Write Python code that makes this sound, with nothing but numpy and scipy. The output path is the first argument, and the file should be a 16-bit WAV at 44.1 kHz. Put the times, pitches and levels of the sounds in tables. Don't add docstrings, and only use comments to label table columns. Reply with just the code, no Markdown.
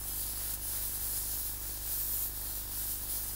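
import sys
import numpy as np
from scipy import signal
from scipy.fft import rfft, irfft
from scipy.io import wavfile
from scipy.ndimage import uniform_filter1d

SR = 44100
rng = np.random.default_rng(int(sys.argv[2]) if len(sys.argv) > 2 else 0)


def rack_gain(trim_db):
    fader = np.asarray(trim_db, float)
    return 10 ** (fader / 20)


def generate_wav(signal):
    frames = np.transpose(np.atleast_2d(signal))
    scaled = np.clip(frames, -1, 1) * 32767
    pcm = np.round(scaled).astype(np.int16)
    wavfile.write(sys.argv[1], SR, pcm)


N = 147735


def walk(rate):
    hold = int(SR / rate)
    steps = np.repeat(rng.standard_normal(N // hold + 1), hold)
    return 1.7 * uniform_filter1d(uniform_filter1d(steps, hold), hold)[:N]


def colour(table, hz):
    table = np.array(table)
    return np.interp(np.log(hz), np.log(table[:, 0]), table[:, 1])


def shaped(x, gain):
    return irfft(rfft(x) * gain(np.arange(N // 2 + 1) * SR / N + 1), N)


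def level(x, db):
    return x * rack_gain(db) / np.std(x)


# (start_s, level_db)
JET_LEVEL = [(0, -41.5), (.21, -34.5), (.3, -36), (.55, -36), (.575, -41.5), (.74, -34), (1.04, -35),
             (1.25, -35.5), (1.42, -34), (1.56, -36.5), (1.84, -38), (1.95, -33), (2.11, -34.5),
             (2.26, -34), (2.29, -38), (2.9, -35), (3.11, -33.5), (3.35, -39)]
# (middle_s, change_db taken off the level, negative lifts it,
# length_s)
TURNS = [(.54, -6.5, 0.0089), (0.512, -1, 0.023), (1.183, -2, .03), (0.601, 1, 0.043), (0.907, 4, 0.057),
         (.98, 4, 0.074), (1.579, 4.5, 0.12), (1.804, 2.5, 0.053), (2.33, 3.5, 0.054), (2.66, 4.5, 0.12),
         (2.994, 5.5, 0.083), (3.072, 7, 0.06)]
# (start_s, angle toward the microphone -1..1, scrub on the cloth -1..1)
AIM = [(0, -.3, -.5), (.13, -.1, -.1), (.24, 1, 0), (.5, .5, 1), (.6, .2, -.5), (.75, .2, .8),
       (.9, .1, -.1), (1.08, 0, .6), (1.18, .6, .1), (1.47, -.3, 0), (1.95, -.2, .1), (2.28, -.9, -.2),
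       (2.5, -.3, 0), (2.72, .5, 0), (2.88, .2, 0), (3., -.4, -.1), (3.13, .1, .3), (3.35, -.1, 0)]


def hand_movement():
    t = np.arange(N) / SR
    db = np.interp(t, *np.array(JET_LEVEL).T)
    for middle, change_db, length in TURNS:
        db = db - change_db * np.exp(-((t - middle) / (length / 2)) ** 2)
    aim_s, angle, scrub = np.array(AIM).T
    return db, np.interp(t, aim_s, angle), np.interp(t, aim_s, scrub)


# (pitch_hz, level_db)
JET_COLOUR = [(1200, -50), (2000, -27), (3000, -17.5), (4500, -12), (6000, -12), (9000, -8.5),
              (12300, -4.8), (15700, -3)]
# (pitch_hz, width_hz, level_db, change_db per unit of angle)
RINGS = [
    (10480, 620, 4.3, 3.5),
    (13480, 750, 3.2, 0),
    (11580, 420, -3.5, -2),
    (5100, 900, .8, 2),
]


def jet(db, angle, scrub):
    spits_per_s, spit_db, spit_spread_db = 2500, -12, 2
    sputter_db, sputter_per_s, flicker_db, drift_db = .5, 60, .8, .6
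    depth_at_3k, tilt_db_per_octave = .43, -.6
    scrub_db, scrub_below_hz = 1.5, 6500

    droplets = (rng.random(N) < spits_per_s / SR) * rng.standard_normal(N)
    droplets = droplets * rack_gain(spit_spread_db * rng.exponential(size=N))
    air = rng.standard_normal(N) + level(droplets, spit_db)
    air = air * rack_gain(sputter_db * walk(sputter_per_s))

    f = np.arange(N // 2 + 1) * SR / N + 1
    tone_db = colour(JET_COLOUR, f) + sum(g * np.exp(-((f - c) / w) ** 2) for c, w, g, _ in RINGS)
    spectrum = rfft(air) * rack_gain(tone_db)

    drifts = [walk(5.27) for _ in range(9)]
    out, swing_db = 0, db - db.mean()
    for k, hz in enumerate(1500 * 2 ** (np.arange(29) / 8)):
        window = np.cos(np.pi / 2 * np.clip(8 * np.log2(f / hz), -1, 1)) ** 2
        band = irfft(spectrum * window, N)
        ring_db = sum(a * angle * np.exp(-((hz - c) / w) ** 2 / 2) for c, w, _, a in RINGS)
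        depth = depth_at_3k + (1 - depth_at_3k) * np.log(hz / 3000) / np.log(4)
        tilt_db = tilt_db_per_octave * angle * np.log2(hz / 10000)
        tilt_db = tilt_db + scrub_db * scrub * np.clip(np.log2(scrub_below_hz / hz), 0, 1)
        group, part = divmod(k, 4)
        drift = (drifts[group] * (4 - part) + drifts[group + 1] * part) / 4
        own_db = flicker_db * walk(14) + drift_db * drift
        out = out + band * rack_gain(depth * swing_db + ring_db + tilt_db + own_db)
    return level(out, 10 * np.log10(np.mean(rack_gain(2 * db))))


# (pitch_hz, level_db per Hz)
CLOTH_COLOUR = [(150, -6.5), (400, -6), (750, -1), (1200, -3), (1750, -1), (2100, -7.5), (3000, -13)]


def cloth(db, scrub):
    cloth_db, follows_jet, scrub_db = -57, .29, 3
    tone = [(22, -40), *CLOTH_COLOUR, (9000, -49)]
    rush = level(shaped(rng.standard_normal(N), lambda f: rack_gain(colour(tone, f))), cloth_db)
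    return rush * rack_gain(follows_jet * (db - db.mean()) + scrub_db * scrub + .5 * walk(12.37))


# (pitch_hz, level_db per Hz)
SHOP_COLOUR = [(20, -9.5), (62, 5.5), (85, -3.5), (120, -6.5), (250, -9.5), (500, -17.5), (1500, -33)]


def shop():
    tone = [(3.4, -15), *SHOP_COLOUR, (8000, -55)]
    return level(shaped(rng.standard_normal(N), lambda f: rack_gain(colour(tone, f))), -60)


# (time_ms, level in thousandths)
PICTURE = [(0, 2.6), (1.85, 2.8), (2.5, 4.3), (3.5, 5), (4.5, 4.6), (4.9, 1.2), (6, 0), (8, -7.5),
           (8.3, -10), (11.5, -5.8), (12.4, -1.7), (15, 1.8), (18.5, 2.5), (20, 2)]


def picture_leak():
    field_hz, field_start_s, line_hz, clock_hz = 50, .0154, 15625, 8000
    blank_ms, blank, sync_at_ms, sync_ms, sync = 1.72, 4.2, .33, .13, 8.5
    frame_step, frame_ramp = .3, 2.2
    hand_ms, hand_width_ms, hand_size = 10.3, 1.1, 3
    buzz_db, whistle_db, whistle_depth, clock_db = 0, -52, .7, -64.5
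    wobble_rad, wobble_ms = .4, 9.5

    t = np.arange(N) / SR
    fields = (t - field_start_s) * field_hz
    ms = fields % 1 * 1000 / field_hz
    odd = 1 - 2 * (np.floor(fields) % 2)

    hand = hand_size * (t / t[-1] - .5) * np.exp(-((ms - hand_ms) / hand_width_ms) ** 2)
    bright = np.interp(ms, *np.array(PICTURE).T) + hand
    blanking = ms < blank_ms
    tick = sync * np.exp(-((ms - sync_at_ms) / sync_ms) ** 2)
    buzz = bright + blank * blanking + tick + odd * (frame_step + frame_ramp * ms / 20)
    buzz = uniform_filter1d(buzz - buzz.mean(), size=5) * rack_gain(buzz_db) / 1000

    swing = 1 - whistle_depth * bright / 10 - .5 * blanking
    wobble = wobble_rad * np.sin(2 * np.pi * field_hz * (ms - wobble_ms) / 1000)
    whistle = rack_gain(whistle_db) * swing * np.sin(2 * np.pi * line_hz * t - wobble)
    clock = rack_gain(clock_db) * np.sin(2 * np.pi * clock_hz * t)
    return buzz + np.sqrt(2) * (whistle + clock)


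# (middle_s, pitch_hz, level_db)
SLIPS = [(.03, 5760, -56), (.12, 5100, -52), (.12, 11600, -53), (.19, 7700, -49), (1.145, 4620, -55),
         (1.145, 10300, -47), (1.165, 15200, -47), (2.14, 5160, -55), (2.14, 14400, -46),
         (2.675, 14000, -48), (2.675, 7540, -54), (2.675, 2300, -81), (3.3, 4800, -55)]
# (start_s, end_s)
LOW_SLIP_SPANS = [(0, .24), (.57, .73), (.95, 1.03), (1.15, 1.45), (1.52, 1.97), (2.1, 2.5), (2.55, 3.35)]


def slips():
    low_slips, low_hz, high_hz, low_slip_db = 80, 280, 750, -88
    slip_s, half_width_octaves = .04, .11

    low = []
    for when, pitch, loudness in rng.random((low_slips, 3)):
        s = when * N / SR
        if any(a < s < b for a, b in LOW_SLIP_SPANS):
            low.append((s, low_hz * (high_hz / low_hz) ** pitch, low_slip_db + 5 * loudness))

    size = int(slip_s * SR)
    out = np.zeros(N + 2 * size)
    f = np.arange(size // 2 + 1) * SR / size + 1
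    fade = np.sin(np.pi * np.arange(size) / size)
    for s, hz, db in [*SLIPS, *low]:
        in_band = np.abs(np.log2(f / hz)) < half_width_octaves
        puff = irfft(rfft(rng.standard_normal(size)) * in_band, size)
        start = int(s * SR)
        out[start:start + size] += level(puff, db) * fade
    return out[size // 2:size // 2 + N]


def scene():
    db, angle, scrub = hand_movement()
    mono = jet(db, angle, scrub) + cloth(db, scrub) + shop() + picture_leak()
    return np.tile(mono, (2, 1))


def band_limit(x):
    return signal.sosfilt(signal.butter(12, 16900, fs=SR, output="sos"), x)


def record(dry):
    wide = dry + slips() * np.array([[1], [-1]])
    mix = np.array([shaped(x, lambda f: f < 15740) for x in wide])
    return band_limit(mix)


dry = scene()
out = record(dry)
generate_wav(out)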